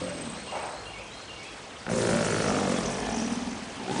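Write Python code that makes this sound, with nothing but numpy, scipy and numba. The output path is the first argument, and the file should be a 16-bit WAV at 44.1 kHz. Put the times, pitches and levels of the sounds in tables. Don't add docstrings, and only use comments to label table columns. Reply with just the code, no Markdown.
import sys
import numpy as np
from scipy import signal
from scipy.io import wavfile
from numba import njit

SR = 44100
rng = np.random.default_rng(int(sys.argv[2]) if len(sys.argv) > 2 else 0)


def unload_wav(signal):
    wavfile.write(
        sys.argv[1],
        SR,
        np.round(np.clip(np.atleast_2d(signal).T, -1, 1) * 32767).astype(np.int16),
    )


def voltage_ratio(decibels):
    exponent = np.asarray(decibels, float) / 20
    return 10 ** exponent


N = 176400
TIME = np.arange(N) / SR


def rms_one(x):
    return x / np.sqrt(np.mean(x ** 2) + 1e-20)


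def in_time(rows):
    s, *columns = np.transpose(rows)
    return [np.interp(TIME, s, c) for c in columns]


def drift(rate_hz):
    r = np.exp(-2 * np.pi * rate_hz / SR)
    noise = rng.standard_normal(N + SR)
    return rms_one(signal.lfilter([1], [1, -2 * r, r * r], noise)[SR:])


def lowpass(x, hz):
    return signal.sosfilt(signal.butter(2, min(hz, .45 * SR), fs=SR, output="sos"), x)


def highpass(x, hz):
    return signal.sosfilt(signal.butter(2, hz, "high", fs=SR, output="sos"), x)


@njit
def resonate(x, cosine, r):
    y = np.zeros(len(x))
    for i in range(2, len(x)):
        y[i] = (1 - r * r) / 2 * (x[i] - x[i - 2]) + 2 * r * cosine[i] * y[i - 1] - r * r * y[i - 2]
    return y


def resonance(x, hz, width_hz):
    cosine = np.cos(2 * np.pi * hz / SR) * np.ones(len(x))
    return resonate(x + 1e-18, cosine, np.exp(-np.pi * width_hz / SR))


def double_resonance(x, hz, width_hz):
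    return resonance(resonance(x, hz, width_hz), hz, width_hz)


def coloured(spectrum, patchy_db):
    hz, db = np.transpose(spectrum)
    out, white = 0, rng.standard_normal((2, N + SR // 4))
    edges = np.geomspace(22, 10500, 28)
    for k, (low, high) in enumerate(zip(edges, edges[1:])):
        band_pass = signal.butter(2, [low, high], "band", fs=SR, output="sos")
        band = signal.sosfilt(band_pass, white[k % 2])[SR // 4:]
        band_db = np.interp(np.log(low * high) / 2, np.log(hz), db, left=-60)
        out = out + band * voltage_ratio(band_db + patchy_db * drift(37.0))
    return rms_one(out)


def diffuse_echoes(x, t60_s, cut_hz):
    t = np.arange(SR) / SR
    rise = np.minimum(t / 0.028, 1)
    tail = lowpass(rng.standard_normal(SR), cut_hz) * voltage_ratio(-60 * t / t60_s) * rise
    tail = highpass(tail, 260)
    return signal.fftconvolve(x, tail / np.sqrt(np.sum(tail ** 2)))[:N]


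def bellow(rate_rows, effort_rows, throat, rough, jitter, uneven_db, soft_hz):
    release_s = 0.1
    (rate,), (db, tuning) = in_time(rate_rows), in_time(effort_rows)
    start, end = rate_rows[0][0], rate_rows[-1][0]
    turns = np.cumsum(rate * (1 + jitter * drift(28.1)) * (TIME > start)) / SR
    pulses = (np.diff(np.ceil(turns), prepend=0) > 0) * voltage_ratio(uneven_db * drift(28))
    gate = .3 + np.exp(-3.0 * (turns % 1))
    air = highpass(rng.standard_normal(N) * gate * (TIME > start), 160)
    pulses = pulses * np.sqrt(SR / rate)
    source = lowpass(np.sqrt(1 - rough) * pulses + np.sqrt(rough) * air, soft_hz)
    voice = 0
    for hz, width_hz, level_db in throat:
        ringing = double_resonance(source, hz * tuning, width_hz)
        voice = voice + voltage_ratio(level_db) / np.sqrt(width_hz) * ringing
    sounding = (TIME > start) & (TIME < end)
    voice = voice / np.sqrt(np.mean(voice[sounding] ** 2))
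    return voice * voltage_ratio(db) * np.clip((end + release_s - TIME) / release_s, 0, 1)


def near_alligator():
    # time_s, rate_hz
    pulse_rate = [(1.866, 41.5), (1.94, 41), (2.0, 45), (2.06, 48), (2.1, 51.3), (2.18, 52.1), (2.28, 51.5),
                  (2.36, 50.8), (2.43, 50.0), (2.632, 46.3), (2.788, 43.3), (2.85, 41.1), (3.0, 38.2),
                  (3.3, 36)]
    # time_s, level_db, tuning_factor
    effort = [(1.867, -36.5, 0.99), (1.949, -42, 0.96), (2.102, -34, 1.0), (2.3, -33.5, 0.95),
              (2.5, -34, 0.96), (2.7, -36, 0.94), (2.9, -42, 1.0), (3.101, -43.5, 0.83), (3.3, -43, 1.0)]
    # centre_hz, width_hz, level_db
    throat = [(100, 70, 1), (155, 90, 4), (452, 160, 3), (800, 300, 0), (900, 1600, 5), (1750, 160, -7),
              (2230, 160, -6), (2620, 200, -7)]
    # time_s, centre_hz
    mouth = [(1.866, 1420), (2.3, 1430), (2.5, 1330), (2.7, 1130), (2.95, 1000), (3.3, 900)]
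    throat = throat + [(in_time(mouth)[0], 330, 3.5)]
    return bellow(pulse_rate, effort, throat, rough=.02, jitter=.001, uneven_db=1.0, soft_hz=3500)


def second_alligator():
    # time_s, rate_hz
    pulse_rate = [(1.88, 57), (2.05, 58), (2.3, 58), (2.5, 52), (2.7, 46.5), (2.9, 45)]
    # time_s, level_db, tuning_factor
    effort = [(1.88, -34.5, 1.3), (1.919, -27.5, 0.89), (2.049, -26, 0.83), (2.201, -29, 1.055),
              (2.35, -30, 0.72), (2.552, -28, 1.317), (2.7, -32, 1.23), (2.9, -35.5, 0.87)]
    # centre_hz, width_hz, level_db
    throat = [(53, 51, -11.5), (127, 42, -13), (174, 108, 6.5), (430, 192, 3.5), (552, 127, -2),
              (1071, 190, -7.5)]
    return bellow(pulse_rate, effort, throat, rough=.45, jitter=.015, uneven_db=2, soft_hz=1500)


def third_alligator():
    # time_s, rate_hz
    pulse_rate = [(2.7, 46), (2.9, 48.5), (3.05, 52), (3.2, 53.5), (3.45, 51), (3.7, 45)]
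    # time_s, level_db, tuning_factor
    effort = [(2.7, -41, 0.47), (2.9, -39, 0.96), (3.099, -35, 0.95), (3.248, -48.5, 0.97),
              (3.45, -44.5, 0.93), (3.7, -56, 0.96)]
    # centre_hz, width_hz, level_db
    throat = [(51, 35, -9), (105, 50, -12), (290, 50, -3), (450, 150, -1), (700, 320, 0), (1830, 120, -10),
              (2600, 150, -10), (3250, 150, -12)]
    return bellow(pulse_rate, effort, throat, rough=.35, jitter=.012, uneven_db=2, soft_hz=3000)


def growl():
    # time_s, rate_hz
    pulse_rate = [(2.869, 20.1), (3.75, 20.1)]
    # time_s, level_db, tuning_factor
    effort = [(2.86, -39, 1.0), (3.0, -41, 1.0), (3.1, -33.5, 1.0), (3.22, -30, 1.0), (3.3, -33, 1.0),
              (3.42, -36.5, 1.0), (3.47, -33.5, 1.0), (3.55, -40, 1.0), (3.75, -48, 1.0)]
    # centre_hz, width_hz, level_db
    throat = [(235, 60, 0)]
    return bellow(pulse_rate, effort, throat, rough=.05, jitter=.015, uneven_db=1.5, soft_hz=200)


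def earlier_alligator():
    # time_s, rate_hz
    pulse_rate = [(0.015, 46), (.15, 43.5), (.3, 36.5), (.335, 31), (.37, 28), (.48, 28)]
    # time_s, level_db, tuning_factor
    effort = [(0.015, -32.5, 0.89), (0.15, -40.5, 0.99), (0.3, -39.5, 0.89), (0.37, -46, 0.97),
              (0.42, -50, 0.92), (0.48, -52.5, 1.0)]
    # centre_hz, width_hz, level_db
    throat = [(124, 38, -4.5), (187, 40, 1), (500, 75, -6)]
    # time_s, chest_hz, chest_db, mouth_hz, mouth_db
    moves = [(0.0, 300, 5, 546, -0.5), (.07, 289, -7, 593, 6), (.14, 266, 7.5, 558, -1),
             (.22, 254, 7, 540, -12), (.33, 220, 6, 525, -6), (.45, 202, 0, 500, -2.5)]
    chest_hz, chest_db, mouth_hz, mouth_db = in_time(moves)
    throat = throat + [(chest_hz, 80, chest_db), (mouth_hz, 80, mouth_db)]
    return bellow(pulse_rate, effort, throat, rough=.08, jitter=.005, uneven_db=1.5, soft_hz=2000)


def far_alligator():
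    # time_s, rate_hz
    pulse_rate = [(.7, 57), (.8, 55), (1.0, 50), (1.25, 46)]
    # time_s, level_db, tuning_factor
    effort = [(0.7, -58, 0.54), (0.8, -52, 1), (1.0, -57, 0.91), (1.25, -78, 0.92)]
    # centre_hz, width_hz, level_db
    throat = [(54, 29, 1.5), (109, 44, 1)]
    return bellow(pulse_rate, effort, throat, rough=.15, jitter=.01, uneven_db=1.5, soft_hz=400)


def later_alligator():
    # time_s, rate_hz
    pulse_rate = [(3.765, 60), (3.9, 61), (4.0, 58)]
    # time_s, level_db, tuning_factor
    effort = [(3.764, -38, 0.62), (3.8, -35, 1.0), (3.864, -40.5, 0.75), (3.92, -30, 0.94),
              (4.0, -31, 0.99)]
    # centre_hz, width_hz, level_db
    throat = [(148, 17, -8.5), (227, 240, 4.5), (391, 70, -9.5), (912, 76, -1), (1700, 230, -10),
              (2913, 81, -14), (3800, 2000, -6.5)]
    return bellow(pulse_rate, effort, throat, rough=.45, jitter=.04, uneven_db=3, soft_hz=4000)


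def nostrils():
    # time_s, centre_hz, level_db
    hiss_rows = [(1.9, 4000, -58), (2.1, 4150, -51), (2.35, 4400, -48), (2.5, 4200, -54), (2.62, 3650, -50),
                 (2.9, 3200, -54), (3.3, 3100, -59), (3.4, 3100, -70)]
    hz, db = in_time(hiss_rows)
    air = rng.standard_normal(N) * voltage_ratio(4.5 * drift(25.0))
    hiss = double_resonance(air, hz, 450)
    return voltage_ratio(db) * rms_one(hiss) * (TIME > hiss_rows[0][0]) * (TIME < hiss_rows[-1][0])


def spray():
    # time_s, relative_level_db
    strength = [(1.888, -64), (1.9, -47.5), (2.0, -43), (2.35, -43), (2.6, -46), (2.75, -46.5), (3.15, -54),
                (3.3, -51.5), (3.5, -63), (3.85, -61.5), (3.93, -48), (4.0, -45)]
    # frequency_hz, density_db
    mist = [(1060, -29), (1800, -1), (2580, -7), (2880, -8.5), (4250, -7), (5630, -4.5), (9060, -7.5),
            (10100, -6), (13100, -45), (22000, -120)]
    common_gain_db = 6.5
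    level = voltage_ratio(in_time(strength)[0] + common_gain_db)
    return (TIME > strength[0][0]) * level * coloured(mist, patchy_db=3.0)


def bubbles(low_hz, high_hz):
    per_s, cycles, spread_db = 1800, 6.0, 3.0
    strength = voltage_ratio(spread_db * np.minimum(rng.exponential(1, N), 4))
    clicks = (rng.random(N) < per_s / SR) * strength * rng.choice([-1, 1], N)
    dealt = rng.integers(0, 12, N)
    out = 0
    for k, hz in enumerate(np.geomspace(low_hz, high_hz, num=12)):
        out = out + resonance(clicks * (dealt == k), hz, hz / cycles)
    return out


def splashes():
    # start_s, level_db, decay_t60_s, lowest_bubble_hz, highest_bubble_hz
    splash_rows = [(.522, -35, .8, 540, 800), (.553, -28, .2, 560, 850), (.592, -37, .2, 550, 1400),
                   (.634, -39, .6, 500, 1500), (1.43, -46, .3, 2000, 8000), (3.26, -50, .3, 2600, 3500)]
    onset_s = 0.00088
    out = 0
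    for s, db, t60_s, low_hz, high_hz in splash_rows:
        since = np.maximum(TIME - s, 0)
        shape = np.minimum(since / onset_s, 1) * voltage_ratio(db - 60 * since / t60_s)
        out = out + shape * rms_one(bubbles(low_hz, high_hz))
    return out


def birds():
    # start_s, level_db, slowing_factor
    phrases = [(-.08, -52, 1.0), (.323, -47, 1.0), (.71, -46.5, 1.0), (1.105, -47, 1.2)]
    # offset_s, length_s, from_hz, to_hz, level_db (within the phrase)
    notes = [(0.0, .06, 3750, 4280, -5), (.052, .13, 4280, 4200, -5), (.142, .016, 3450, 2760, 1),
             (.153, .034, 2770, 2840, 4), (.225, .055, 2240, 2230, 0), (.265, .045, 2300, 2720, -1)]
    # start_s, length_s, from_hz, to_hz, level_db
    singles = [(.472, .04, 950, 1150, -44), (1.065, .04, 3200, 3230, -52), (1.14, .05, 3250, 3200, -54),
               (1.45, .05, 3250, 3400, -52)]
    song = []
    for start, phrase_db, slow in phrases:
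        for s, length, from_hz, to_hz, db in notes:
            song.append((start + s * slow, length * slow, from_hz, to_hz, db + phrase_db))
    out = np.zeros(N)
    for s, length, from_hz, to_hz, db in song + singles:
        part = np.clip((TIME - s) / length, 0, 1)
        phase = 2 * np.pi * np.cumsum(from_hz + (to_hz - from_hz) * part) / SR
        swell = np.sin(np.pi * part ** .7) ** .5 * (part < 1)
        out += voltage_ratio(db) * swell * np.sin(phase)
    out *= voltage_ratio(2.5 * drift(90))
    return out + voltage_ratio(-4) * diffuse_echoes(out, .45, cut_hz=8000)


def high_tones():
    # time_s, level_db
    run = [(2.1, -61), (2.35, -44), (2.6, -49), (2.68, -50), (2.85, -42), (3.05, -48), (3.2, -42.5),
           (3.33, -46.5), (3.5, -55), (3.6, -55)]
    tones_per_s, tone_s, low_hz, high_hz, rasp_hz = 44, .017, 5650, 6400, 600
    turns = np.cumsum(tones_per_s * voltage_ratio(2.5 * drift(12))) / SR
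    count = turns.astype(int)
    pitch, softness = rng.random((count[-1] + 1, 2))[count].T
    since = TIME - TIME[np.searchsorted(count, count)]
    hz = low_hz + (high_hz - low_hz) * pitch ** 2
    rasp = 1 + 1.3 * rms_one(lowpass(rng.standard_normal(N), rasp_hz))
    shape = np.sin(np.pi * np.minimum(since / tone_s, 1)) * voltage_ratio(-5 * softness)
    tones = rms_one(shape * rasp * np.sin(2 * np.pi * np.cumsum(hz) / SR))
    return voltage_ratio(in_time(run)[0]) * tones * (TIME > run[0][0]) * (TIME < run[-1][0])


def clicking_insect():
    # time_s, resonance_hz, level_db
    buzz_rows = [(0.0, 8180, -50), (.06, 8220, -51.5), (.3, 8170, -50), (.45, 8200, -54.5),
                 (.55, 8210, -50.5), (.73, 8160, -53), (.77, 7900, -61), (.8, 8050, -78)]
    clicks_per_s, bursts_per_s, gap_db, width_hz = 1500, 30, -16, 170
    hz, db = in_time(buzz_rows)
    turns = np.cumsum(bursts_per_s * voltage_ratio(3.0 * drift(15))) / SR
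    gaps = voltage_ratio(gap_db * (turns % 1 > .65))
    clicks = (rng.random(N) < clicks_per_s / SR) * rng.choice([-1, 1], N) * gaps
    buzz = double_resonance(clicks, hz, width_hz)
    return voltage_ratio(db) * rms_one(buzz) * (TIME < buzz_rows[-1][0])


def park_echoes(near, others):
    return voltage_ratio(-11.5) * diffuse_echoes(voltage_ratio(-6) * near + others, t60_s=.75, cut_hz=2000)


def thin_tone():
    # pitch_hz, peak_level_db
    pitch_hz, level_db = (8032, -66)
    return voltage_ratio(level_db) * np.sin(2 * np.pi * pitch_hz * TIME)


def park_hush():
    # frequency_hz, density_db
    spectrum = [(15, -45), (25, -19.5), (53, 0.5), (234, -0.5), (472, 0), (549, 0.5), (907, -2), (1740, -6),
                (2740, -6.5), (4190, -11), (4760, -11), (10100, -19.5), (13100, -53), (22000, -120)]
    # time_s, level_db
    strength = [(0.0, -39), (.9, -43), (1.8, -43), (2.5, -38), (4.0, -41)]
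    return voltage_ratio(in_time(strength)[0]) * coloured(spectrum, patchy_db=2.0)


def scene():
    near = near_alligator()
    others = second_alligator() + third_alligator() + growl()
    others = others + earlier_alligator() + far_alligator() + later_alligator()
    others = others + splashes()
    foreground = near + others + nostrils() + birds() + high_tones() + clicking_insect()
    background = spray() + park_echoes(near, others) + thin_tone() + park_hush()
    return (foreground + background)[None]


def low_pass(x):
    return signal.sosfilt(signal.butter(12, 10850, fs=SR, output="sos"), x)


def record(dry):
    top_cut = signal.cheby2(20, 60, 10380, fs=SR, output="sos")
    mix = signal.sosfilt(top_cut, dry)
    return low_pass(mix)


dry = scene()
out = record(dry)
unload_wav(out)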